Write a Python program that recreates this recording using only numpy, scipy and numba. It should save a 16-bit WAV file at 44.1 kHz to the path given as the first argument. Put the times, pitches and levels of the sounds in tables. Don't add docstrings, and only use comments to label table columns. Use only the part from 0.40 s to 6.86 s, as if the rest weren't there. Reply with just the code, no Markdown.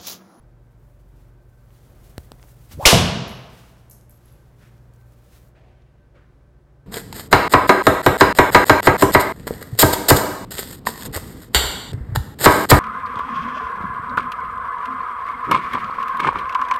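import sys
import numpy as np
from scipy import signal
from scipy.fft import rfft, irfft
from scipy.io import wavfile
from scipy.ndimage import uniform_filter1d
from numba import njit

SR = 44100
rng = np.random.default_rng(int(sys.argv[2]) if len(sys.argv) > 2 else 0)


def invert_db(x):
    u = np.asarray(x, float) / 20
    return 10 ** u


def pcm_store(signal):
    levels = np.round(np.clip(np.atleast_2d(signal), -1, 1) * 32767)
    wavfile.write(sys.argv[1], SR, levels.astype(np.int16).T)


N = 284930
TIME = np.arange(N) / SR
STRIKE_S, SCREEN_S = 2.45273, 2.5287


def unit(x):
    return x / np.sqrt(np.mean(x ** 2))


def colour(points, size=N):
    hz, db = np.transpose(points)
    f = np.maximum(np.fft.rfftfreq(size, 1 / SR), 1)
    gain = invert_db(np.interp(np.log(f), np.log(hz), db))
    return unit(irfft(rfft(rng.standard_normal(size)) * gain, size))


def band(x, hz, width):
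    return signal.lfilter(*signal.iirpeak(min(hz, .45 * SR), hz / width, SR), x)


def noise_band(noise, hz, width):
    return unit(band(band(noise, hz, width), hz, width))


def fade(at, t60, rise=1e-4):
    out = np.zeros(N)
    span = slice(int(at * SR) + 1, int((at + 2 * t60) * SR) + 9)
    t = TIME[span] - at
    out[span] = (1 - np.exp(-t / rise)) * 1000 ** (-t / t60)
    return out


def bell(at, before, after):
    return np.exp(-((TIME - at) / np.where(TIME < at, before, after)) ** 2)


def ring(at, modes):
    out = np.zeros(N)
    start = int(at * SR)
    span = slice(start, start + SR)
    t = TIME[span] - at
    for hz, db, t60 in modes:
        out[span] += invert_db(db) * fade(at, t60)[span] * np.sin(2 * np.pi * hz * t)
    return out


def pulse(at, points):
    hz, db = np.transpose(points)
    f = np.maximum(np.fft.rfftfreq(2048, 1 / SR), 1)
    fold = irfft(np.log(invert_db(np.interp(np.log(f), np.log(hz), db))))
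    fold[1:1024] = 2 * fold[1:1024]
    fold[1025:] = 0
    click = irfft(np.exp(rfft(fold)))
    out = np.zeros(N)
    out[int(at * SR):][:len(click)] = click / np.abs(click).max()
    return out


def walk(rate):
    k = int(SR / rate)
    held = np.repeat(rng.standard_normal(N // k + 1), k)
    return unit(uniform_filter1d(uniform_filter1d(held, k), k)[:N])


@njit
def glide(x, hz, share):
    y, b, l = np.empty(len(x)), 0., 0.
    for i in range(len(x)):
        g = np.tan(np.pi * hz[i] / SR)
        v = (b + g * (x[i] - l)) / (1 + g * (g + share))
        b, l, y[i] = 2 * v - b, l + 2 * g * v, share * v
    return y


def stance(db):
    address_end, finish_end = 2.4, 5.11
    turn_s = .03
    corners = [address_end - turn_s, address_end + turn_s, finish_end - turn_s / 2, finish_end + turn_s / 2]
    return np.interp(TIME, corners, [db[0], db[1], db[1], db[2]])


def fans():
    # frequency in Hz, density in dB per Hz.
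    air = [(12, -35), (20, -12), (49, -7.5), (126, -6.5), (180, -12), (245, -16), (372, -18.5), (492, -19),
           (615, -22), (960, -26.5), (1500, -30), (2840, -41.5), (14300, -55), (15500, -51)]
    # centre in Hz, width in Hz, level in dB.
    hum = [(358, 32, -70.5), (478, 12, -81.5), (584, 17, -72.5), (1545, 14, -79)]
    # Hz, then dB at address, at finish and stepping away.
    lines = [(46.4, -52, -60, -59), (92.7, -62.5, -68.5, -65), (141.6, -60, -63, -59.5),
             (59.5, -58, -53.5, -54), (119.2, -52, -52, -58)]
    draught_db = 5 * bell(1.8, .35, .35) + stance((0, .5, -1.5))
    out = invert_db(-55 + draught_db + .4 * walk(3.3) + .56 * walk(7.5)) * colour(air)
    for hz, width, db in hum:
        out = out + invert_db(db) * noise_band(rng.standard_normal(N), hz, width)
    for hz, *db in lines:
        phase = 2 * np.pi * np.cumsum(hz + .5 * walk(6)) / SR
        out = out + invert_db(stance(db) + 1.5 + 1.6 * walk(5)) * np.sin(phase)
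    return out


def cloth():
    # frequency in Hz, density in dB per Hz.
    fibre_colour = [(2060, -28), (3500, -7.5), (4070, -6.5), (7490, 0), (8280, -0.5), (13000, 2.5),
                    (15500, 2.5)]
    # peak in seconds, level in dB, swell and release in seconds
    # (each spans 20 dB), dull body in dB.
    rubs = [(.468, -73, .3, 0.23, -11), (.604, -78, .04, .05, 2), (.81, -69.5, .2, 0.14, -1),
            (1.09, -76.5, .12, 0.26, -6), (1.39, -67, 0.23, 0.19, 0.5), (1.7, -61, 0.37, 0.24, -3),
            (1.81, -62, 0.075, 0.27, -6), (2.085, -58.5, 0.2, 0.1, -5.5), (2.21, -62, .2, .3, -4),
            (2.321, -57, .025, .04, 7), (2.332, -46, 0.028, .022, -2), (2.445, -41.5, 0.067, 0.023, -1.5),
            (2.89, -62, .03, .2, -9), (3.21, -62, 0.39, 0.37, 5), (3.885, -70, 0.22, 0.52, 4.5),
            (4.23, -67.5, 0.058, .2, 4.5), (4.54, -74, .02, 0.084, -4), (4.61, -72, .03, 0.064, -7),
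            (4.735, -76, .1, .06, -2), (4.955, -63, 0.24, 0.15, 2.5), (5.085, -71, 0.31, .02, -19)]
    fine = colour(fibre_colour)
    body = unit(band(rng.standard_normal(N), 1400, 4000))
    slip = invert_db(1.2 * walk(120) + 1.1 * walk(30))
    out = invert_db(stance((-84, -82, -100))) * fine
    for s, db, swell, release, body_db in rubs:
        fall_db = 20 * np.maximum((s - TIME) / swell, (TIME - s) / release)
        out = out + invert_db(db - fall_db) * (fine + invert_db(body_db) * body)
    return slip * out


def shuffle():
    # start in seconds, peak in dB, centre in Hz, t60 in seconds.
    tick_table = [(1.305, -49, 1310, 0.0078), (1.9965, -44, 1300, 0.008), (2.0283, -33, 2180, 0.0035),
                  (2.039, -44, 500, 0.01), (2.085, -50, 1100, .006), (3.611, -44.5, 5500, 0.0037),
                  (4.380, -58, 4500, 0.005), (4.537, -57, 8000, 0.012), (4.561, -57.5, 7040, .01),
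                  (4.612, -62, 2500, .015), (4.722, -59, 10000, 0.01), (4.737, -60, 9000, .01),
                  (5.075, -62, 4160, 0.0063), (5.42, -65, 2800, 0.012)]
    # start in seconds, level in dB, rise in seconds, t60 in seconds, centre in Hz.
    scuff_table = [
        (4.199, -52, 0.032, 0.41, 1660),
        (5.147, -54.5, 0.015, 0.35, 1450),
        (5.2, -63.5, 0.13, 1.8, 1870),
        (5.15, -53, .03, .9, 650),
        (5.745, -54.5, 0.013, 0.53, 1270),
        (5.74, -49, 0.0061, 0.22, 390),
        (2.3, -45, 0.014, 0.18, 270),
    ]
    noise = rng.standard_normal(N)
    ticks, scuffs = 0, 0
    for s, db, hz, t60 in tick_table:
        ticks = ticks + invert_db(db) * fade(s, t60) * noise_band(noise, hz, 1.2 * hz)
    for s, db, rise, t60, hz in scuff_table:
        scuffs = scuffs + invert_db(db) * fade(s, t60, rise) * noise_band(noise, hz, .9 * hz)
    return ticks + invert_db(1.2 * walk(90)) * scuffs


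def pops():
    # start in seconds, jerk in dB, slip length in seconds, push in dB, push in Hz.
    tugs = [
        (1.77994, -19.5, .00085, -22, 70),
        (1.91859, -20.5, .00042, -32, 110),
    ]
    out, fizz = 0, rng.standard_normal(N)
    for s, jerk_db, slip, push_db, push_hz in tugs:
        for lag in (0, .55):
            out = out - invert_db(jerk_db) * fade(s + lag * slip, 1.9 * slip, .05 * slip)
        out = out + invert_db(push_db - 12.5) * (TIME > s) * (TIME < s + slip + .0003) * fizz
        back = s + slip
        swing_back = np.cos(2 * np.pi * push_hz * (TIME - back))
        out = out + invert_db(push_db) * fade(back, 3.9 / push_hz, 5e-5) * swing_back
    return out


def swing():
    # peak in seconds, level in dB.
    gusts = [
        (2.352, -36),
        (2.39, -28),
        (2.437, -35),
        (2.51, -39.5),
    ]
    rest_hz, top_hz = 95, 980
    hz = rest_hz + top_hz * bell(STRIKE_S, .059, .085)
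    rush = rng.standard_normal(N)
    for _ in range(3):
        rush = glide(rush, hz, .52)
    rush = rush * np.sqrt(SR / hz)
    rush_db = -28.2 + 5.5 * np.log2(hz / top_hz) + 3.1 * walk(70)
    buffet = noise_band(rng.standard_normal(N), 90, 87)
    gust_level = sum(invert_db(db) * bell(s, .013, .013) for s, db in gusts)
    return rush * invert_db(rush_db) * bell(STRIKE_S, .13, .1), buffet * gust_level


def strike():
    # mode in Hz, level in dB, t60 in seconds.
    face_modes = [(2796, -16, .16), (2932, -11, .17), (3011, -16, .13), (5317, -12, .08)]
    # mode in Hz, level in dB, t60 in seconds.
    head_modes = [(668.7, -13.5, 0.017), (1150, -13, 0.051), (1282, -12.5, .06), (3630, -14, .05),
                  (3850, -11, 0.088), (4570, -14, 0.021), (5700, -11.5, 0.036), (6760, -14, .03),
                  (8769, -12.5, .03), (10600, -17, .02)]
    # frequency in Hz, density in dB per Hz.
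    crack = [(60, -40), (200, -15.5), (400, -9), (1130, -6.5), (1900, -12.5), (2930, -7), (3400, -7.5),
             (5300, -7), (9560, -12), (15500, -17.5)]
    swell = 1 - fade(STRIKE_S, .022, 1e-6)
    return swell * ring(STRIKE_S, face_modes), swell * ring(STRIKE_S, head_modes), pulse(STRIKE_S, crack)


def ball():
    hz, db, peak_s, spread_s = 2270, 1, .0018, .00065
    t = TIME - STRIKE_S
    squash = (t > 0) * np.exp(-((t - peak_s) / spread_s) ** 2 / 2)
    return -invert_db(db) * squash * np.sin(2 * np.pi * hz * t)


def jolt():
    t = TIME - STRIKE_S - .0095
    push = invert_db(-10) * np.exp(-(t / .0037) ** 2)
    recoil = invert_db(-12.5) * np.exp(-((t - .0105) / .005) ** 2)
    flinch = invert_db(-15) * np.exp(-((t + .003) / .002) ** 2)
    return push - recoil - flinch


def screen(lag=0, boom_db=0, slap_db=0):
    # mode in Hz, level in dB, t60 in seconds.
    boom_modes = [(185, -2, .035)]
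    # mode in Hz, level in dB, t60 in seconds.
    slap_modes = [(662, -2.5, .035), (500, -12, .04), (880, -14, .03)]
    at = SCREEN_S + lag
    return invert_db(boom_db) * ring(at + .0024, boom_modes) - invert_db(slap_db) * ring(at, slap_modes)


def boom():
    # delay in seconds, boom in dB, slap in dB.
    walls = [
        (.0135, -4, -6),
        (.0235, -3, -16),
        (.045, -8, -18),
    ]
    # mode in Hz, level in dB, t60 in seconds.
    room_modes = [(63, -1.5, .5), (81, -3, .9), (104, -6, 1), (128.5, -1, 1.1), (124.5, -1, 1.1),
                  (165, -7, 1.1), (222, -3, 0.28)]
    swell = 1 - fade(SCREEN_S, .072, 1e-6)
    return sum(screen(*wall) for wall in walls) + invert_db(-19.5) * swell * ring(SCREEN_S, room_modes)


def tee():
    # start in seconds, lower ring, upper ring and floor tick in dB, pitch ratio.
    bounces = [
        (2.88, -38, -44, -40, 1.004),
        (3.4982, -43, -41, -39.5, 1.002),
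        (3.5011, -50, -43.5, -40, 1.003),
        (3.695, -48, -43, -45, .995),
        (3.8572, -47.5, -58, -60, .997),
        (3.9245, -51, -62, -60, 1.015),
    ]
    # frequency in Hz, t60 in seconds.
    stem_rings = [(11250, 0.01603), (12350, 0.019)]
    (low_hz, low_t60), (high_hz, high_t60) = stem_rings
    noise = rng.standard_normal(N)
    hiss = signal.sosfilt(signal.butter(4, 5200, "high", fs=SR, output="sos"), noise)
    stem, floor, wall = 0, 0, 0
    for s, low_db, high_db, tick_db, up in bounces:
        stem = stem + ring(s, [(low_hz * up, low_db, low_t60), (high_hz * up, high_db, high_t60)])
        floor = floor + invert_db(tick_db) * fade(s, .002)
        back = s + .0125
        wall = wall + invert_db(tick_db) * (invert_db(6) * fade(back, .003) + invert_db(-9.5) * fade(back, .11))
    flutter = 1 + .55 * unit(band(noise, 350, 500))
    return stem * flutter, floor * hiss + wall * band(hiss, 9500, 8000)


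def bay(x):
    # frequency in Hz, early t60 and late t60 in seconds, late share in dB.
    decays = np.array([(59.6, 0.99, 0.72, -3.5), (260, 0.2, 1.1, 1), (563, .2, 1.1, 1.5),
                       (1000, 0.6, 1.367, -6.5), (3020, 0.32, 0.96, 0.5), (6000, 0.33, 0.87, -7.5),
                       (11000, 0.43, 0.49, -20.5), (16000, .2, .7, -24.5)])
    t, response = TIME[:2 ** 16], 0
    noise = rfft(rng.standard_normal(len(t)))
    octave = np.log2(np.maximum(np.fft.rfftfreq(len(t), 1 / SR), 1))
    for hz in 45 * 2 ** np.arange(0, 8.6, 1 / 3):
        early, late, late_db = (np.interp(np.log(hz), np.log(decays[:, 0]), c) for c in decays.T[1:])
        third = irfft(noise * np.clip(1 - 3 * np.abs(octave - np.log2(hz)), 0, 1))
        response = response + third * (1000 ** (-t / early) + invert_db(late_db) * 1000 ** (-t / late))
    response = response * np.clip((t - .0025) / .00068, 0, 1)
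    return signal.fftconvolve(x, response / np.sqrt(np.sum(response ** 2)))[:N]


def scene():
    face, head, snap = strike()
    rush, buffet = swing()
    stem, ticks = tee()
    skips = np.roll(invert_db(1) * stem + invert_db(-3) * ticks, int(.0088 * SR))
    sent = invert_db(-7.5) * face + invert_db(-9.5) * head + invert_db(23.5) * snap
    sent = sent + screen(0, 1.3, -7.5) + invert_db(-7) * rush + skips
    near = ball() + face + invert_db(-4.5) * head + invert_db(-15) * snap + jolt()
    near = near + screen() + boom() + rush + buffet + stem + ticks
    return (near + bay(sent) + pops() + shuffle() + cloth() + fans())[None]


def low_pass(x):
    return signal.sosfilt(signal.butter(12, 15690, fs=SR, output="sos"), x)


def record(dry):
    mix = np.clip(dry, -1, 1)
    return low_pass(mix)


dry = scene()
out = record(dry)
pcm_store(out)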